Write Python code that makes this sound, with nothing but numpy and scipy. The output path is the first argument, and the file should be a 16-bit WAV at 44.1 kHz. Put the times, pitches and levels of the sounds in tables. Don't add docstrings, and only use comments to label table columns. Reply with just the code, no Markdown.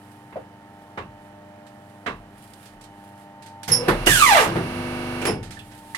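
import sys
import numpy as np
from scipy import signal
from scipy.fft import rfft, irfft, next_fast_len
from scipy.io import wavfile

SR = 44100
rng = np.random.default_rng(int(sys.argv[2]) if len(sys.argv) > 2 else 0)


def bounce(signal):
    frames = np.transpose(np.atleast_2d(signal))
    limited = np.clip(frames, -1, 1)
    pcm = np.round(limited * 32767).astype(np.int16)
    wavfile.write(sys.argv[1], SR, pcm)


N = 263393
TIME_S = np.arange(N) / SR
FFT_SIZE = next_fast_len(N + SR // 2, True)
BINS_HZ = np.maximum(np.arange(FFT_SIZE // 2 + 1) * SR / FFT_SIZE, 1)
SIDES = np.array([[1], [-1]])

MAINS_HZ, SHAFT_HZ = 50, 24.77
CLUTCH_S, CLAMP_TIGHT_S, UPSTROKE_S, BRAKE_S = 3.68, 3.94, 4.6, 5.25
CUT_START_S, ZIP_END_S, CUT_END_S = 4.059, 4.38, 4.45

# multiple of mains frequency, rms level in dB.
HUM_LINES = [(2, -59), (2.5, -62), (3.5, -67), (4, -56.5), (4.5, -60), (6, -54.5), (8, -70.5), (12.5, -76),
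             (14, -61.5), (26, -67.5), (34, -74.5), (36, -70), (37, -77.5), (38, -70.5), (60, -72)]
WHINE_MULTIPLES = [12, 16, 18]
# time in seconds, level of each of the three lines in dB.
WHINE_LEVELS = [(0, -74, -58, -55.5), (0.55, -62.5, -56, -54), (1.2, -51.5, -55, -55.5),
                (2.0, -53, -57, -56), (2.55, -68, -58.5, -60), (3.0, -59.5, -56.5, -52),
                (3.55, -54.5, -51, -47), (5.6, -61, -58, -56), (5.97, -58, -56, -46)]
# multiple of shaft speed, rms level in dB.
TOOTH_LINES = [(4, -39.5), (5, -40), (6, -44), (10, -34), (14, -38), (17, -51.5), (20, -46), (25, -47.5),
               (30, -45), (36, -50.5), (60, -49.5), (70, -59), (90, -47.5), (111, -53)]

# frequency in Hz, relative spectral density in dB.
FAN_SPECTRUM = [(25, -17), (48, -15), (72, -15), (100, 0.5), (210, -6), (400, -8.5), (800, -8.5),
                (1050, -10.5), (1800, -16), (2500, -21.5), (4500, -31), (7000, -35), (10000, -31.5),
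                (16000, -42)]
SLIDE_SPECTRUM = [(1200, -24), (2200, -3), (3000, -2.5), (6500, -11), (9500, -0.5), (12500, -6.5),
                  (16000, -18)]
KNOCK_SPECTRUM = [(35, -38), (60, -9.5), (417, -1.5), (615, -5.5), (886, -4.5), (1040, 2), (1140, 1.5),
                  (1310, -4.5), (1970, -7), (3040, -18.5), (3730, -20.5), (4470, -30), (9290, -40),
                  (14000, -51)]
TAP_SPECTRUM = [(710, -52), (1200, -5), (1680, -3.5), (2230, -3.5), (4130, -4.5), (6720, -9.5), (8720, -4),
                (13500, -16), (16000, -36)]
CLUTCH_SPECTRUM = [(41, -32.5), (70, -27), (182, -3), (368, -12), (494, -19), (815, -5), (913, -12.5),
                   (2070, -9.5), (2540, -15), (2780, -14.5), (4090, -20.5), (5500, -13), (7220, -21),
                   (12500, -16.5), (16000, -41)]
CLAMP_SPECTRUM = [(41, -45), (70, -19), (204, -5.5), (268, -12.5), (336, 2.5), (412, -7), (1150, -12),
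                  (1250, -13.5), (1650, -11), (2780, -24), (3260, -25.5), (7060, -40.5), (10900, -30),
                  (13600, -40), (16000, -75)]
BRAKE_SPECTRUM = [(41, -40), (70, -14), (256, -5), (336, -2.5), (494, 1), (541, -10.5), (797, -7.5),
                  (1510, -15), (2660, -14.5), (3740, -27), (5140, -28.5), (6750, -31.5), (10400, -29.5),
                  (11400, -33), (16000, -44)]
WHIRR_SPECTRUM = [(40, -16), (70, -12), (120, -7), (220, -15), (400, -14), (780, -12), (1200, -14),
                  (1900, -22), (3000, -23.5), (3600, -32), (5500, -33), (7200, -43.5), (9500, -31.5),
                  (15500, -51)]
FIBRE_SPECTRUM = [(1500, -9.5), (2500, 0), (3300, -1.5), (4200, -7), (5200, -4.5), (8300, -2),
                  (11000, -2.5), (13300, -7), (16000, -22)]
CRUNCH_SPECTRUM = [(120, -34), (300, -33), (470, -2), (900, 5), (1300, 0), (2200, -18), (3500, -12),
                   (6000, -18), (9000, -45)]
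# frequency in Hz, gain in dB.
ZIP_RESPONSE = [(250, -1), (500, 1.5), (1200, -0.5), (2200, 8), (3500, 1), (5500, -6), (8500, 1.5),
                (12000, 5)]

# start in seconds, level in dB, T60 as a multiple of the shop's, tilt in dB/octave.
STACK_HITS = [(0.323, -38, 0.53, -0.5), (0.356, -37, 0.72, -1.5), (0.973, -24.5, 0.8, -0.1),
              (2.061, -20, 0.94, 1)]
EDGE_TAPS = [(1.665, -48.5, 0.83, -1.5), (2.535, -52.5, 0.26, 3.5), (2.656, -48.5, 1.05, 0),
             (2.811, -53, 0.84, 2), (2.838, -47.5, 0.64, 0.3), (3.422, -45.5, .9, -0.5),
             (3.46, -46, 0.98, 0), (3.631, -37, 0.73, 0.5), (5.428, -38, 1.3, -1.6), (5.506, -38, 1.53, -1),
             (5.59, -46, 0.33, 0.5), (5.712, -41, 1.2, -4), (5.948, -31.5, 0.43, 0)]
CLUTCH_HITS = [(3.678, -24, 0.82, 0.5), (3.698, -23.5, 0.8, -1), (3.728, -30, 0.99, 2.5)]
CLAMP_AND_KNIFE_HITS = [(3.881, -10, 0.99, 0.1), (4.068, -11.5, 0.66, 1), (4.46, -25.5, 2.2, -2),
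                        (4.554, -19.5, 1.14, -2)]
BRAKE_HITS = [(5.215, -26.5, 1.4, 1), (5.252, -20, 0.9, 2.5), (5.268, -18, 0.99, -0.7),
              (5.288, -26, 1.45, -2.1)]
# centre in seconds, length in seconds, relative level in dB.
PAPER_PUSHES = [(0.028, 0.46, -61), (0.85, 0.22, -68), (1.254, 0.081, -64), (1.936, 0.37, -65),
                (2.423, .12, -58), (2.624, 0.14, -55), (3.03, 0.16, -61.5), (3.218, .06, -59),
                (5.7, 0.16, -54.5), (5.935, .16, -51.5)]
# start in seconds, frequency in Hz, level in dB.
PAPER_SQUEAKS = [(0.357, 655, -21.5), (0.368, 506, -24.5), (5.567, 1645, -38), (5.589, 3160, -36)]
# start in seconds, level in dB, pitch ratio.
LINING_GRIPS = [(3.716, 0, 0.99), (5.265, -15, .982)]
# start in seconds, level in dB.
FRAME_KICKS = [(0.99, -56), (2.08, -49), (2.7, -57), (3.89, -27.5), (5.26, -41.5)]
COVER_KICKS = [(3.684, -26), (4.085, -31), (4.47, -29.5), (4.559, -31), (5.27, -38)]

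# centre in Hz, half-width in Hz, gain at the centre in dB.
PUMP_RESONANCES = [(164, 9.7, -15), (491, 33, -1.5), (754, 34, -15), (993, 13, -12), (1400, 21, -34)]
GEAR_CASE_RESONANCES = [(2300, 63, 1.5), (2750, 96, 8), (4160, 230, 7.5), (10340, 40, 8)]
KNIFE_BEAM_RESONANCES = [(2000, 30, 1), (1640, 63, 5), (1436, 66, -9.5), (1235, 83, 12.5), (813, 93, 9.5),
                         (634, 60, 2), (450, 28, 8.5)]
# frequency in Hz, relative level in dB, T60 in seconds.
LINING_MODES = [(5060, -22.5, 0.23), (5418, -11.5, .16), (9840, -10.5, 0.095), (10630, -2.5, 0.077)]
TABLE_MODES = [(447, -1.5, 0.033), (1046, -15, 0.096), (2076, -17, 0.069), (2693, -20.5, 0.24)]
COVER_MODES = [(103.5, -1, 0.36), (123.7, -2, 0.71), (166.1, -4.5, 0.59)]
FRAME_MODES = [(36.6, 0, 1.48)]
KNIFE_MODES = [(319, -23, 0.18), (2850, -8, 0.057)]
CLACK_MODES = [(1140, -25, 0.018), (2005, -16.5, 0.017)]

# frequency in Hz, T60 in seconds.
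SHOP_DECAY = [(100, 0.97), (260, 0.28), (700, 0.28), (1800, 0.2), (5000, 0.26), (14000, 0.15)]
# frequency in Hz, correlation (negative counts as zero).
MIC_CORRELATION = [(60, 0.99), (250, 0.98), (500, 0.75), (1000, 0.83), (2000, 0.061), (8000, -0.25),
                   (16000, 0.59)]
# frequency in Hz, left minus right in dB.
MIC_BALANCE = [(40, 0), (130, 0.5), (300, -0.5), (600, 0), (1050, 0), (1700, -11), (2800, -7),
               (4500, -10.5), (7300, -9), (11500, -3)]


def from_db(db):
    return 10 ** (np.asarray(db) / 20)


def unit_rms(x):
    return x / np.sqrt(np.mean(x ** 2) + 1e-20)


def at_hz(table, hz):
    table_hz, values = np.transpose(table)
    return np.interp(np.log(hz), np.log(table_hz), values)


def lift_db(resonances, hz):
    return sum(db / (1 + ((hz - centre_hz) / width_hz) ** 2) for centre_hz, width_hz, db in resonances)


def drift(rate_hz):
    pole = np.exp(-20 * np.pi * rate_hz / SR)
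    white = rng.standard_normal(N // 10 + 4002)
    slow = signal.lfilter([1], [1, -2 * pole, pole * pole], white)[4000:]
    return np.interp(np.arange(N) / 10, np.arange(len(slow)), unit_rms(slow))


def stereo(three_signals, gain):
    shared = np.clip(at_hz(MIC_CORRELATION, BINS_HZ), 0, 1)
    spectra = rfft(three_signals, FFT_SIZE) * gain
    pair = np.sqrt(shared) * spectra[0] + np.sqrt(1 - shared) * spectra[1:]
    return unit_rms(irfft(pair, FFT_SIZE)[:, :N])


def noise(spectrum):
    return stereo(rng.standard_normal((3, N)), from_db(at_hz(spectrum, BINS_HZ)))


def swell(age_s, rise_s, t60_s):
    return (1 - np.exp(-age_s / rise_s)) * from_db(-60 * age_s / t60_s)


def held(start_s, stop_s, rise_s, t60_s):
    attack = np.clip((TIME_S - start_s) / rise_s, 0, 1)
    return attack * from_db(-60 * np.maximum(TIME_S - stop_s, 0) / t60_s)


def after(start_s, length_s):
    span = slice(int(start_s * SR), min(N, int((start_s + length_s) * SR)))
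    return span, TIME_S[span] - TIME_S[span.start]


def blows(hits, spectrum, rise_s, softening=0.43):
    dense_modes = rfft(noise(spectrum), FFT_SIZE)
    out = np.zeros((2, N))
    for hz in 1000 * 2. ** np.arange(-4, 5):
        power = np.zeros(N)
        for start_s, db, t60_ratio, tilt_db in hits:
            span, age_s = after(start_s, 1)
            contact_s = rise_s * 2 ** (-softening * tilt_db)
            envelope = swell(age_s, contact_s, t60_ratio * at_hz(SHOP_DECAY, hz))
            power[span] += (from_db(db + tilt_db * np.log2(hz / 1000)) * envelope) ** 2
        band = np.maximum(1 - abs(np.log2(BINS_HZ / hz)), 0)
        out += np.sqrt(power) * irfft(dense_modes * band, FFT_SIZE)[:, :N]
    return out


def ring(start_s, modes, wobble, rise_s, level_db=0, pitch_ratio=1):
    out = np.zeros((2, N))
    span, age_s = after(start_s, 0.5)
    for hz, db, t60_s in modes:
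        pitch_hz = pitch_ratio * hz * (1 + wobble * drift(200)[span])
        offset_rad = SIDES * np.pi / 4 * min(hz / 4000, 1)
        tone = np.sin(2 * np.pi * np.cumsum(pitch_hz) / SR + offset_rad)
        out[:, span] += from_db(level_db + db) * swell(age_s, rise_s, t60_s) * tone
    return np.sqrt(2) * out


def boom(jolts, modes, rise_s):
    out = np.zeros(N)
    for start_s, level_db in jolts:
        span, age_s = after(start_s, 2.3)
        for hz, db, t60_s in modes:
            tone = np.sin(2 * np.pi * (hz * age_s + rng.random()))
            out[span] += from_db(level_db + db) * swell(age_s, rise_s, t60_s) * tone
    return np.sqrt(2) * out


def shop_echo(x, t60_s, wet_db=-3.5):
    age_s = TIME_S[:SR // 2]
    tail = rng.standard_normal((2, len(age_s))) * swell(age_s, 0.00061, t60_s)
    tail /= np.sqrt(np.sum(tail ** 2, axis=1, keepdims=True))
    return x + from_db(wet_db) * signal.fftconvolve(x, tail, axes=1)[:, :N]


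def microphones(x, left_lead_s=0.00014):
    shading = from_db(SIDES * at_hz(MIC_BALANCE, BINS_HZ) / 2)
    lead = np.exp(1j * np.pi * BINS_HZ * left_lead_s * SIDES)
    return irfft(rfft(x, FFT_SIZE) * shading * lead, FFT_SIZE)[:, :N]


def motor(waver_db=1.65, spread_rad=0.44, throb_depth=0.11, fan_db=-51):
    times_s, *levels_db = np.transpose(WHINE_LEVELS)
    whine_db = [np.interp(TIME_S, times_s, line_db) for line_db in levels_db]
    hum = np.zeros((2, N))
    for multiple, db in HUM_LINES + list(zip(WHINE_MULTIPLES, whine_db)):
        hz = MAINS_HZ * multiple
        phase = rng.uniform(0, 2 * np.pi) + spread_rad * rng.normal(size=(2, 1)) * min(hz / 600, 1)
        hum += np.sqrt(2) * from_db(db + waver_db * drift(1.64)) * np.sin(2 * np.pi * hz * TIME_S + phase)
    throb = 1 + throb_depth * np.cos(2 * np.pi * 2 * MAINS_HZ * TIME_S)
    return hum + from_db(fan_db) * noise(FAN_SPECTRUM) * throb


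def paper_slides(grain_db=0.2, trim_db=-1.5, catches_per_s=12, catch_db=2.5, catch_t60_s=0.079):
    effort = sum(from_db(db) * np.exp(-2 * ((TIME_S - centre_s) / length_s) ** 2)
                 for centre_s, length_s, db in PAPER_PUSHES)
    catches = rng.random(N) < catches_per_s / SR
    pole = from_db(-60 / (catch_t60_s * SR))
    flares = from_db(catch_db) * signal.lfilter([1], [1, -pole], catches + 1e-18)
    grain = from_db(grain_db * drift(50) + trim_db)
    return effort * grain * (1 + flares) * noise(SLIDE_SPECTRUM)


def paper_knocks():
    knocks = blows(STACK_HITS, KNOCK_SPECTRUM, rise_s=0.0044)
    return knocks + blows(EDGE_TAPS, TAP_SPECTRUM, rise_s=0.0008)


def paper_squeaks(t60_s=0.065):
    return sum(ring(start_s, [(hz, db, t60_s)], wobble=0.13, rise_s=0.003)
               for start_s, hz, db in PAPER_SQUEAKS)


def table_ring():
    return sum(ring(start_s, TABLE_MODES, wobble=0.045, rise_s=0.0057, level_db=db)
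               for start_s, db, *_ in STACK_HITS)


def offcut_clack():
    return ring(start_s=5.947, modes=CLACK_MODES, wobble=0.038, rise_s=0.0013)


def frame_and_covers(waver_db=2.5):
    frame = boom(FRAME_KICKS, FRAME_MODES, rise_s=0.029)
    covers = boom(COVER_KICKS, COVER_MODES, rise_s=0.012)
    return (frame + covers) * from_db(waver_db * drift(6.2))


def pump(start_db=-35.5, growth_db_per_s=31):
    response = sum(from_db(db) / (1 + ((BINS_HZ - hz) / width_hz) ** 2)
                   for hz, width_hz, db in PUMP_RESONANCES)
    pumped_s = np.clip(TIME_S, CLUTCH_S, CLAMP_TIGHT_S) - CLUTCH_S
    flow = held(CLUTCH_S, CLAMP_TIGHT_S, rise_s=0.02, t60_s=0.27)
    groan = stereo(rng.standard_normal((3, N)), response)
    return from_db(start_db + growth_db_per_s * pumped_s) * flow * groan


def gear_whirr(turns, level_db=-33.4, rattle_gain=0.38, surge_depth=0.079):
    turn_samples = int(SR / SHAFT_HZ)
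    roughness = rng.standard_normal((3, turn_samples))
    contact = roughness[:, (turns % 1 * turn_samples).astype(int)]
    rattle = rattle_gain * rng.standard_normal((3, N))
    surge = 1 + surge_depth * np.cos(2 * np.pi * 4 * turns)
    case_db = at_hz(WHIRR_SPECTRUM, BINS_HZ) + lift_db(GEAR_CASE_RESONANCES, BINS_HZ)
    load = from_db(level_db) * held(CLUTCH_S, BRAKE_S, rise_s=0.21, t60_s=0.33)
    return load * stereo((contact + rattle) * surge, from_db(case_db))


def gears(slip=0.0006, waver_db=0.94, flutter_rad=0.0064, downstroke_db=-6.5, load_shift_s=0.16):
    turns = np.cumsum(SHAFT_HZ * (1 + slip * drift(2.8))) / SR
    whirr = gear_whirr(turns)
    tones = np.zeros(N)
    for multiple, db in TOOTH_LINES:
        gain = np.sqrt(2) * from_db(db + waver_db * drift(10))
        phase = 2 * np.pi * (multiple * turns + rng.random())
        tones += gain * np.sin(phase + flutter_rad * multiple * drift(40))
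    descending = np.clip(1 - (TIME_S - UPSTROKE_S) / load_shift_s, 0, 1)
    meshing = held(CLUTCH_S, BRAKE_S, rise_s=0.03, t60_s=0.79)
    return whirr + meshing * from_db(downstroke_db * descending) * tones


def lining_chirps():
    return sum(ring(start_s, LINING_MODES, wobble=0.017, rise_s=0.01, level_db=db, pitch_ratio=ratio)
               for start_s, db, ratio in LINING_GRIPS)


def stroke_impacts():
    clutch = blows(CLUTCH_HITS, CLUTCH_SPECTRUM, rise_s=0.0039)
    landings = blows(CLAMP_AND_KNIFE_HITS, CLAMP_SPECTRUM, rise_s=0.0025)
    brake = blows(BRAKE_HITS, BRAKE_SPECTRUM, rise_s=0.0022)
    return clutch + landings + brake


def knife_ring():
    return ring(start_s=4.07, modes=KNIFE_MODES, wobble=0.045, rise_s=0.0013)


def fibres(speed, sheet_phase, hiss_db=-19.5, db_per_doubling=4.5, crunch_db=-18.5, grain_db=1.5):
    cutting = held(CUT_START_S, CUT_END_S, rise_s=0.0056, t60_s=0.2)
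    hiss = from_db(hiss_db + db_per_doubling * np.log2(speed)) * cutting
    crunch = from_db(crunch_db) * held(start_s=4.3, stop_s=4.41, rise_s=0.098, t60_s=0.35)
    grain = from_db(grain_db * drift(220)) * (1 + 0.15 * np.cos(sheet_phase))
    return grain * (hiss * noise(FIBRE_SPECTRUM) + crunch * noise(CRUNCH_SPECTRUM))


def sheet_zip(speed, sheets_per_s, sheet_phase, level_db=-22.5, ragged_db=3, scatter_rad=0.51):
    rasp_db = -2 + 6 * (1 - speed)
    snaps = np.zeros((2, N))
    for harmonic in range(1, 8):
        hz = harmonic * sheets_per_s
        db = at_hz(ZIP_RESPONSE, hz) + lift_db(KNIFE_BEAM_RESONANCES, hz)
        if harmonic > 1:
            db += rasp_db - 4.5 * np.log2(harmonic)
        offset_rad = scatter_rad * (harmonic - 1) * drift(23) * SIDES
        snaps += from_db(db + ragged_db * drift(74)) * np.sin(harmonic * sheet_phase + offset_rad)
    envelope = from_db(level_db) * held(CUT_START_S, ZIP_END_S, rise_s=0.057, t60_s=0.33)
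    return shop_echo(snaps * envelope, t60_s=0.29)


def knife_cut(entry_sheets_per_s=2066, slowing_power=1.39, entry_jitter=0.021):
    time_left = np.clip((UPSTROKE_S - TIME_S) / (UPSTROKE_S - CUT_START_S), 0.1, 1)
    speed = time_left ** slowing_power
    sheets_per_s = entry_sheets_per_s * speed
    jitter = entry_jitter / np.sqrt(speed) * drift(243.4)
    sheet_phase = 2 * np.pi * np.cumsum(sheets_per_s * (1 + jitter)) / SR
    return sheet_zip(speed, sheets_per_s, sheet_phase) + fibres(speed, sheet_phase)


def scene():
    paper = paper_knocks() + paper_slides()
    machine = stroke_impacts() + motor() + gears() + pump()
    ringing = lining_chirps() + paper_squeaks() + table_ring() + knife_ring() + offcut_clack()
    ringing = shop_echo(ringing, t60_s=0.19)
    return microphones(paper + machine + ringing + frame_and_covers() + knife_cut())


def record(dry):
    rounded = dry / (1 + dry ** 6) ** (1 / 6)
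    lowpass = signal.ellip(10, 0.2, 80, 16200, fs=SR, output="sos")
    return signal.sosfilt(lowpass, rounded)


dry = scene()
out = record(dry)
bounce(out)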